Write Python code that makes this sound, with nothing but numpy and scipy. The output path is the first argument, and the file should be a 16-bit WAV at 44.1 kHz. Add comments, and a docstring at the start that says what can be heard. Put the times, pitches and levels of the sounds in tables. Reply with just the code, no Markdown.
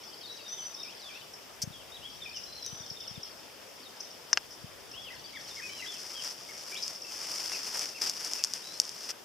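"""Camp meal by a river

Birds warble, chip and rasp over the far rush of water: sine glides and chopped noise, echoed off
stones and trees. A spoon scrapes a small pan; the pan is set down on stones; both ring its modes.
Sleeves and a plastic bag rustle in dense creases, pebbles click underfoot. Light wind puffs on
a small stereo microphone whose housing rings near 5 kHz."""
import sys
import numpy as np
from scipy import signal
from scipy.io import wavfile

SR = 44100
rng = np.random.default_rng(int(sys.argv[2]) if len(sys.argv) > 2 else 0)


def unload_audio(sound):
    """Save the sound as a 16-bit wav file, at the path given as the first command line argument."""
    columns = np.transpose(np.atleast_2d(sound))
    # keep every value between -1 and 1, then stretch to whole-number steps
    steps = np.round(np.clip(columns, -1, 1) * 32767)
    wavfile.write(sys.argv[1], SR, steps.astype(np.int16))


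N = 407484
T = np.arange(N) / SR

# Table levels are relative: ahead of each source's gain and the microphone.
# river (frequency [Hz], density [dB])
RIVER_SPECTRUM = [(30, -42), (60, -16), (125, -3.5), (500, 4.5), (1000, -0.5), (2000, -5), (3300, -4.5),
                  (5300, -29), (8000, -4.5), (16000, -72)]
# river (frequency [Hz], left-right correlation [0-1])
RIVER_CORRELATION = [(60, 0.97), (300, 0.33), (5000, 0.42)]
# breeze (time [s], level [dB])
BREEZE_LEVEL = [(0, -75), (1.4, -73.5), (1.7, -64.5), (3.2, -66.5), (4, -75.5), (4.7, -63.5), (5.7, -67),
                (7.2, -78)]
# wind puffs (time [s], level [dB])
WIND_PUFFS = [(1.634, -29.5), (1.672, -30.5), (1.702, -39), (2.726, -35.5), (2.802, -39), (2.911, -40),
              (3.109, -38.5), (3.175, -34), (4.64, -34)]
# distant flock (time [s], level [dB])
TWITTER_LEVEL = [(0, -54), (.7, -55.5), (1.2, -55), (1.45, -108), (2.15, -54.5), (3.3, -56), (3.55, -67),
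                 (3.9, -58), (4.8, -67.5), (5.3, -51), (5.7, -65)]
# thin swoops that drop and level out (time [s], start [Hz], level [dB])
BIRD_SWOOPS = [(0.208, 5090, -50.5), (0.368, 3620, -54), (.99, 5300, -55), (1.13, 4700, -58),
               (1.19, 4760, -53), (3.825, 5100, -54), (4.04, 4930, -59.5), (5.33, 4750, -54.5),
               (5.278, 5370, -61), (5.475, 5000, -50.5)]
# warbles (time [s], glide in [s], glide out [s], start [Hz], turn [Hz], end [Hz], level [dB])
BIRD_WARBLES = [(.255, 0.044, 0.23, 4760, 3880, 3500, -51), (.52, 0.033, 0.06, 3440, 3640, 2830, -50.5),
                (.76, 0.038, 0.031, 3310, 3760, 3480, -47), (.825, 0.028, 0.073, 3650, 2320, 3580, -54.5),
                (1.02, 0.044, 0.038, 4250, 3500, 2870, -46.5), (1.085, 0.022, 0.092, 3070, 2360, 3220, -50),
                (1.72, 0.036, 0.077, 4130, 3280, 2570, -54), (1.915, 0.038, 0.026, 3490, 3870, 2620, -43.5),
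                (2.01, 0.067, 0.015, 2450, 3370, 2460, -47.5),
                (2.21, 0.026, 0.015, 4040, 3480, 3000, -44.5),
                (2.243, 0.03, 0.052, 3230, 2374, 2650, -48.5), (2.46, 0.09, 0.15, 4020, 4127, 3670, -49),
                (3.03, 0.014, 0.041, 3380, 3580, 2500, -53.5), (4.93, 0.08, 0.093, 2500, 3407, 2330, -48.5),
                (5.603, 0.037, 0.078, 2040, 2530, 2150, -48), (5.69, 0.057, .14, 3950, 4000, 3800, -56),
                (5.688, 0.047, 0.11, 2920, 3160, 2010, -50.5),
                (5.855, 0.03, 0.095, 2880, 3500, 2320, -47.5), (6.14, 0.017, 0.07, 3060, 3260, 2450, -46.5),
                (6.715, 0.022, 0.037, 2170, 2370, 2360, -45.5),
                (6.746, 0.051, 0.0046, 2265, 3990, 4100, -40.5),
                (7.036, 0.014, 0.056, 2630, 2660, 2550, -58), (8.62, 0.038, 0.11, 3420, 3940, 4300, -52.5)]
# high held whistles (time [s], length [s], pitch [Hz], level [dB])
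BIRD_WHISTLES = [(0.475, .205, 6030, -48.5), (2.633, 0.19, 5950, -51)]
# falling chips of a second bird (time [s], level [dB])
BIRD_CHIPS = [(0.7425, -28.5), (0.796, -33), (0.829, -27.5), (1.334, -32.5), (2.434, -30.5), (2.623, -29),
              (2.899, -26.5), (3.002, -30), (3.075, -27.5), (3.229, -27), (4.912, -34), (6.954, -31),
              (7.017, -29)]
# quick drops (time [s], fall [s], start [Hz], level [dB])
BIRD_FALLS = [(0.909, 0.026, 3370, -53.5), (1.209, 0.02, 3070, -46.5), (2.339, 0.05, 3050, -50.5)]
# hoarse notes (time [s], length [s], level [dB])
BIRD_RASPS = [(2.347, 0.046, -55), (3.998, 0.019, -52.5), (4.495, 0.06, -64.5), (6.818, 0.031, -48)]
# pips (time [s], level [dB])
BIRD_PIPS = [(2.785, -48), (2.828, -49.5), (2.96, -47), (3.0, -48), (3.145, -48)]
# clucks (time [s], turn [Hz], level [dB])
BIRD_CLUCKS = [(5.098, 2050, -49.5), (5.328, 2276, -46.5), (5.56, 2210, -46.5), (5.812, 2046, -48),
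               (6.478, 2210, -56), (7.516, 2730, -42), (7.94, 2720, -48.5), (8.383, 2660, -51)]
# spoon on pan (time [s], level [dB], contact [s])
SPOON_SCRAPES = [(1.618, -41, 0.026), (2.662, -43, 0.0061)]
# pan modes (frequency [Hz], level [dB], T60 [s])
PAN_MODES = [(940, -12, 0.025), (1600, -7, 0.03), (2680, -7, 0.016), (3560, -12, 0.04), (4600, -2, 0.015),
             (5200, 0, 0.022), (5850, 2, 0.011)]
# pan on stones (time [s], level [dB], crack offset [dB], ring tilt [dB/octave])
PAN_KNOCKS = [(4.3303, -12.5, -12.5, 5), (4.3737, -23, 2.5, -10.5)]
# sleeves and bag (time [s], level [dB])
RUSTLE_LEVEL = [(5.35, -69), (5.48, -56.5), (6.15, -52.5), (6.45, -58), (6.7, -49.5), (6.93, -53.5),
                (7.0, -62.5), (7.12, -50.5), (7.38, -44.5), (7.7, -47.5), (7.95, -54.5), (8.28, -46.5),
                (8.5, -53.5), (9.1, -53.5), (9.125, -83)]
# sleeves and bag (frequency [Hz], density [dB])
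RUSTLE_SPECTRUM = [(100, -10), (400, 2.5), (3300, 2), (5300, 0.5), (7000, -2.5), (11500, 5.5), (16000, 7)]
# bag drags (time [s], length [s], level [dB])
BAG_DRAGS = [(6.212, 0.14, -46.5), (7.732, 0.18, -43), (8.01, 0.11, -40), (8.332, 0.073, -46.5),
             (8.529, 0.07, -52.5), (9.088, 0.036, -43)]
# pebbles and bag creases (time [s], level [dB], dull part offset [dB])
CONTACT_CLICKS = [(6.745, -30, 0), (6.88, -22.5, -27), (7.519, -37, 20), (7.7564, -35.5, 19),
                  (7.794, -19.5, -26), (8.0192, -21, -1), (8.097, -17, -30), (8.2478, -22.5, -25),
                  (8.335, -18, -30), (8.4389, -11.5, -43), (8.447, -15, -2.5), (8.537, -19, -31),
                  (8.8, -8, -27), (8.8174, -27, -21), (8.8528, -31, -25), (8.893, -26.5, -24),
                  (9.1065, -24, -8)]

# call shapes (glide in [s], glide out [s], start/turn pitch [ratio], end/turn pitch [ratio])
PIP_SHAPE = (0.01, 0.018, 0.83, 0.88)
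CLUCK_SHAPE = (0.01556, 0.0398, 0.8, 0.61)


def from_db(db):
    """Decibels to gain."""
    return 10 ** (np.asarray(db) / 20)


def unit_rms(x):
    """Scale to rms 1."""
    return x / np.sqrt(np.mean(x ** 2) + 1e-20)


def envelope(rows):
    """Gain curve from (time [s], level [dB])."""
    return from_db(np.interp(T, *np.transpose(rows)))


def at_hz(points, hz):
    """Interpolate over log frequency."""
    points_hz, values = np.transpose(points)
    return np.interp(np.log(hz), np.log(points_hz), values)


def band(x, low_hz, high_hz):
    """Butterworth band-pass."""
    return signal.sosfilt(signal.butter(2, [low_hz, high_hz], "band", fs=SR, output="sos"), x + 1e-18)


def drift(corner_hz):
    """Slow noise, rms 1."""
    hop = 40
    r = np.exp(-2 * np.pi * corner_hz * hop / SR)
    slow = signal.lfilter([1], [1, -2 * r, r * r], rng.standard_normal(N // hop + 2002))[2000:]
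    return np.interp(np.arange(N) / hop, np.arange(len(slow)), unit_rms(slow))


def poles(hz, width_hz):
    """Two-pole polynomial of a resonance."""
    r = np.exp(-np.pi * width_hz / SR)
    return np.array([1, -2 * r * np.cos(2 * np.pi * hz / SR), r * r])


def ring(x, numerator, hz, t60_s):
    """Drive one damped mode."""
    return signal.lfilter(numerator, poles(hz, np.log(1000) / np.pi / t60_s), x + 1e-18)


def decay(x, tau_s):
    """Exponential tail on each impulse."""
    return signal.lfilter([1], [1, -np.exp(-1 / (tau_s * SR))], x)


def impulses(times_s, gains):
    """Click train."""
    out = np.zeros(N)
    out[np.round(times_s * SR).astype(int)] = gains
    return out


def shaped_stereo(pairs, spectrum, correlation, flicker_db):
    """Flickering half-octave bands, taken in turn from two (mid, side) pairs; rms 1."""
    out, edges_hz = 0, 30 * 2 ** np.arange(0, 9.4, .5)
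    for k, (low_hz, high_hz) in enumerate(zip(edges_hz, edges_hz[1:])):
        mid, side = band(pairs[k % 2], low_hz, high_hz)
        hz = np.sqrt(low_hz * high_hz)
        alike = at_hz(correlation, hz)
        stereo = np.sqrt(1 + alike) * mid + np.sqrt(1 - alike) * side * [[1], [-1]]
        gain = from_db(at_hz(spectrum, hz) + flicker_db * drift(14))
        out = out + (-1) ** k * gain * stereo   # signs join the band edges
    return unit_rms(out)


def sine(hz, gain):
    """Sine along a pitch curve."""
    return gain * np.sin(2 * np.pi * np.cumsum(hz) / SR + rng.uniform(0, 2 * np.pi))


def add_glide(out, time_s, length_s, hz, octaves, db):
    """Add a short sweep centred on hz."""
    along = np.linspace(0, 1, int(length_s * SR))
    start = int(time_s * SR)
    pitch_hz = hz * 2 ** (octaves * (along - .5))
    out[start:start + len(along)] += sine(pitch_hz, from_db(db) * np.sin(np.pi * along))


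def river(gain_db=-52.5):
    """Far water: broad noise, nearly mono in the bass."""
    white = rng.standard_normal((2, 2, N))
    return from_db(gain_db) * shaped_stereo(white, RIVER_SPECTRUM, RIVER_CORRELATION, flicker_db=1.5)


def wind(puff_gain_db=44, right_db=-6):
    """Separate low noise on each port; pressure puffs mostly on the left."""
    time_s, db = np.transpose(WIND_PUFFS)
    puffs = band(band(impulses(time_s, from_db(db + puff_gain_db)), 93, 230), 50, 234)
    rumble = unit_rms(band(rng.standard_normal((2, N)), 53, 152))
    breeze = envelope(BREEZE_LEVEL) * rumble * from_db([[3], [-3]])
    return breeze + np.array([puffs, from_db(right_db) * np.roll(puffs, 60)])


def twitter(count=2400, span_s=9.1, gain_db=-6):
    """Distant flock: random short glides, the higher ones softer."""
    flock = np.zeros(N)
    for when, octave, bend, length, loud in rng.random((count, 5)):
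        add_glide(flock, when * span_s, length_s=.007 + .02 * length ** 2, hz=3000 * 2 ** octave,
                  octaves=.05 - .4 * bend, db=5 * loud - 14 * octave)
    return from_db(gain_db) * envelope(TWITTER_LEVEL) * unit_rms(flock * from_db(3 * drift(150)))


def note_contour(time_s, in_s, out_s, start_hz, turn_hz, end_hz, db, ends_db=-6):
    """Time, pitch and level of a note: flat and loudest at its turn."""
    t = T[int(time_s * SR):int((time_s + in_s + out_s) * SR)] - time_s
    away = np.where(t < in_s, 1 - t / in_s, (t - in_s) / out_s)
    reach_hz = np.where(t < in_s, start_hz, end_hz) - turn_hz
    return t, turn_hz + reach_hz * away ** 2.2, db + ends_db * away


def held_contour(length_s, hz, db, hook_s=0.017, hook_hz=486, ends_db=-6):
    """Time, pitch and level of a whistle hooked down at both ends."""
    t = T[:int(length_s * SR)]
    hooks = np.exp(-t / hook_s) + np.exp(-2 * (length_s - t) / hook_s)
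    return t, hz - hook_hz * hooks, db + ends_db * hooks


def birdsong(swoop_s=0.049, swoop_ratio=.72, fall_ratio=.78, flat_s=0.0055, pip_hz=3630, fade_s=.011):
    """Sine notes that waver in pitch and flutter in level."""
    calls = [(CLUCK_SHAPE, *row) for row in BIRD_CLUCKS]
    calls += [(PIP_SHAPE, s, pip_hz, db) for s, db in BIRD_PIPS]
    notes = list(BIRD_WARBLES)
    notes += [(s, in_s, out_s, start * hz, hz, end * hz, db)
              for (in_s, out_s, start, end), s, hz, db in calls]
    notes += [(s, flat_s, fall_s, hz, hz, fall_ratio * hz, db) for s, fall_s, hz, db in BIRD_FALLS]
    notes += [(s, swoop_s, flat_s, hz, swoop_ratio * hz, swoop_ratio * hz, db)
              for s, hz, db in BIRD_SWOOPS]
    contours = [(row[0], note_contour(*row)) for row in notes]
    contours += [(s, held_contour(*rest)) for s, *rest in BIRD_WHISTLES]
    waver = 1 + .007 * drift(90)
    flutter = from_db(2.5 * drift(90) + 3 * drift(22))
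    out = np.zeros(N)
    for time_s, (t, hz, db) in contours:
        part = slice(int(time_s * SR), int(time_s * SR) + len(t))
        fade = np.clip(np.minimum(t, t[-1] - t) / fade_s, 0, 1)
        treble_loss_db = 24 * np.log2(np.maximum(hz / 4470, 1))
        gain = np.sqrt(2) * fade * from_db(db - treble_loss_db) * flutter[part]
        out[part] += sine(hz * waver[part], gain)
    return out


def chips(gain_db=-22):
    """Second bird: brief falling treble sweeps."""
    out = np.zeros(N)
    for time_s, db in BIRD_CHIPS:
        add_glide(out, time_s, length_s=0.0107, hz=5400, octaves=-.34, db=db + gain_db)
    return out


def far_echo(x, echo_db=-2, t60_s=0.45):
    """Scatter off stones and trees: one dying noise tail per side."""
    t = T[:int(t60_s * SR)]
    tails = unit_rms(rng.standard_normal((2, len(t))) * from_db(-60 * t / t60_s)) / np.sqrt(len(t))
    return x + from_db(echo_db) * signal.fftconvolve(x[None], tails, axes=1)[:, :N]


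def pan_mode(force, hz, db, t60_s, gain_db=-16):
    """One mode of the pan under a contact force."""
    return from_db(db + gain_db) * ring(force, [.5, 0, -.5], hz, t60_s)


def spoon_scrapes(roughness, gain_db=-16, ring_db=-10):
    """Friction bursts hiss and ring both spoon and pan."""
    pressure = np.zeros(N)
    for time_s, db, contact_s in SPOON_SCRAPES:
        release = np.clip(1.5 - 1.56 * (T - time_s) / contact_s, 0, 1)
        pressure += from_db(db + gain_db) * (T > time_s) * release
    friction = roughness * pressure
    hiss = 13.5 * signal.lfilter([1, -1], [1], friction)
    spoon = ring(friction, [from_db(ring_db)], hz=6290, t60_s=0.057)
    return hiss + spoon + sum(pan_mode(friction, *mode) for mode in PAN_MODES)


def rasps(throb_hz=260, band_hz=(4900, 6100)):
    """Hoarse bird notes: noise chopped by a fast throb."""
    swells = sum(from_db(db) * np.sin(np.pi * np.clip((T - time_s) / length_s, 0, 1))
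                 for time_s, length_s, db in BIRD_RASPS)
    throb = np.sin(np.pi * throb_hz * T + drift(40)) ** 2
    return swells * unit_rms(band(throb * rng.standard_normal(N), *band_hz))


def pan_knocks(roughness, edge_db=-9, pivot_hz=4440):
    """Pan meets stones: dull crack, bright edge, modes rung by the blow and the chattering base."""
    time_s, db, crack_db, tilt_db = np.transpose(PAN_KNOCKS)
    contacts = impulses(time_s, from_db(db + crack_db))
    crack = roughness * decay(contacts, tau_s=0.0022)
    out = band(24 * contacts + 3.1 * crack, 900, 3000)
    out += from_db(edge_db) * band(crack, 9600, 20000)
    for hz, mode_db, t60_s in PAN_MODES:
        blows = impulses(time_s, from_db(db + tilt_db * np.log2(hz / pivot_hz)))
        chatter = .14 * roughness * decay(blows, tau_s=.003)
        out += pan_mode(blows + chatter, hz, mode_db, t60_s)
    return out


def handling(swell_share=0.082, stop_share=0.42):
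    """Rustle envelope: steady movement plus bag drags that swell, hold and stop."""
    power = (envelope(RUSTLE_LEVEL) * (T > RUSTLE_LEVEL[0][0])) ** 2
    for time_s, length_s, db in BAG_DRAGS:
        along = (T - time_s) / length_s
        drag = np.clip(np.minimum(along / swell_share, (1 - along) / stop_share), 0, 1)
        power += (from_db(db) * drag) ** 2
    return np.sqrt(power)


def rustle(base_rate_hz=2500, spread_db=2.3, gain_db=4.5):
    """Cloth and film crease in dense, uneven clumps."""
    sizes = from_db(spread_db * np.minimum(rng.exponential(1, N), 5)) * rng.choice([-1, 1], N)
    fires = rng.random(N) < base_rate_hz * from_db(3 * drift(30)) / SR
    creases = unit_rms(sizes * fires)
    pairs = [np.array([creases, side]) for side in rng.standard_normal((2, N))]
    correlation = [(500, 0.77), (5000, 0.68), (12000, 0.016)]
    cloth = shaped_stereo(pairs, RUSTLE_SPECTRUM, correlation, flicker_db=.7)
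    return from_db(gain_db) * handling() * cloth


def clicks(tick_gain_db=9.5, dull_gain_db=10, scatter_db=-34):
    """Pebble and crease contacts: bright tick, sharp snap, dull part, faint scatter off stones."""
    time_s, db, dull_db = np.transpose(CONTACT_CLICKS)
    ticks = impulses(time_s, from_db(db + tick_gain_db))
    scatter = from_db(scatter_db) * decay(ticks, tau_s=.005) * rng.standard_normal(N)
    bright = band(ticks + scatter, 3300, 9400)
    snap = 0.55 * band(ticks + 4.1 * scatter, 6600, 13600)
    dull = band(impulses(time_s, from_db(db + dull_db + dull_gain_db)), 650, 2500)
    return bright + snap + dull


def scene(left_bias_db=3):
    """All sources at the two ports."""
    water = river()
    birds = far_echo(birdsong() + chips() + twitter() + rasps())
    roughness = rng.standard_normal(N)
    air = water + birds + spoon_scrapes(roughness) + pan_knocks(roughness) + clicks() + rustle()
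    return air * from_db([[left_bias_db / 2], [-left_bias_db / 2]]) + wind()


def record(dry, stopband_hz=16400):
    """Microphone: housing and port add a notch and two peaks, capsules hiss, the top is cut."""
    notch = poles(hz=4060, width_hz=400)
    housing = poles(hz=4440, width_hz=1326)
    port = poles(hz=5333, width_hz=1020)
    housed = signal.lfilter(notch * housing.sum() / notch.sum(), housing, dry)
    ported = signal.lfilter([port.sum()], port, housed)
    hiss = from_db(-56) * unit_rms(band(rng.standard_normal((2, N)), 2300, 21400))
    return signal.sosfilt(signal.cheby2(12, 70, stopband_hz, fs=SR, output="sos"), ported + hiss)


dry = scene()
out = record(dry)
unload_audio(out)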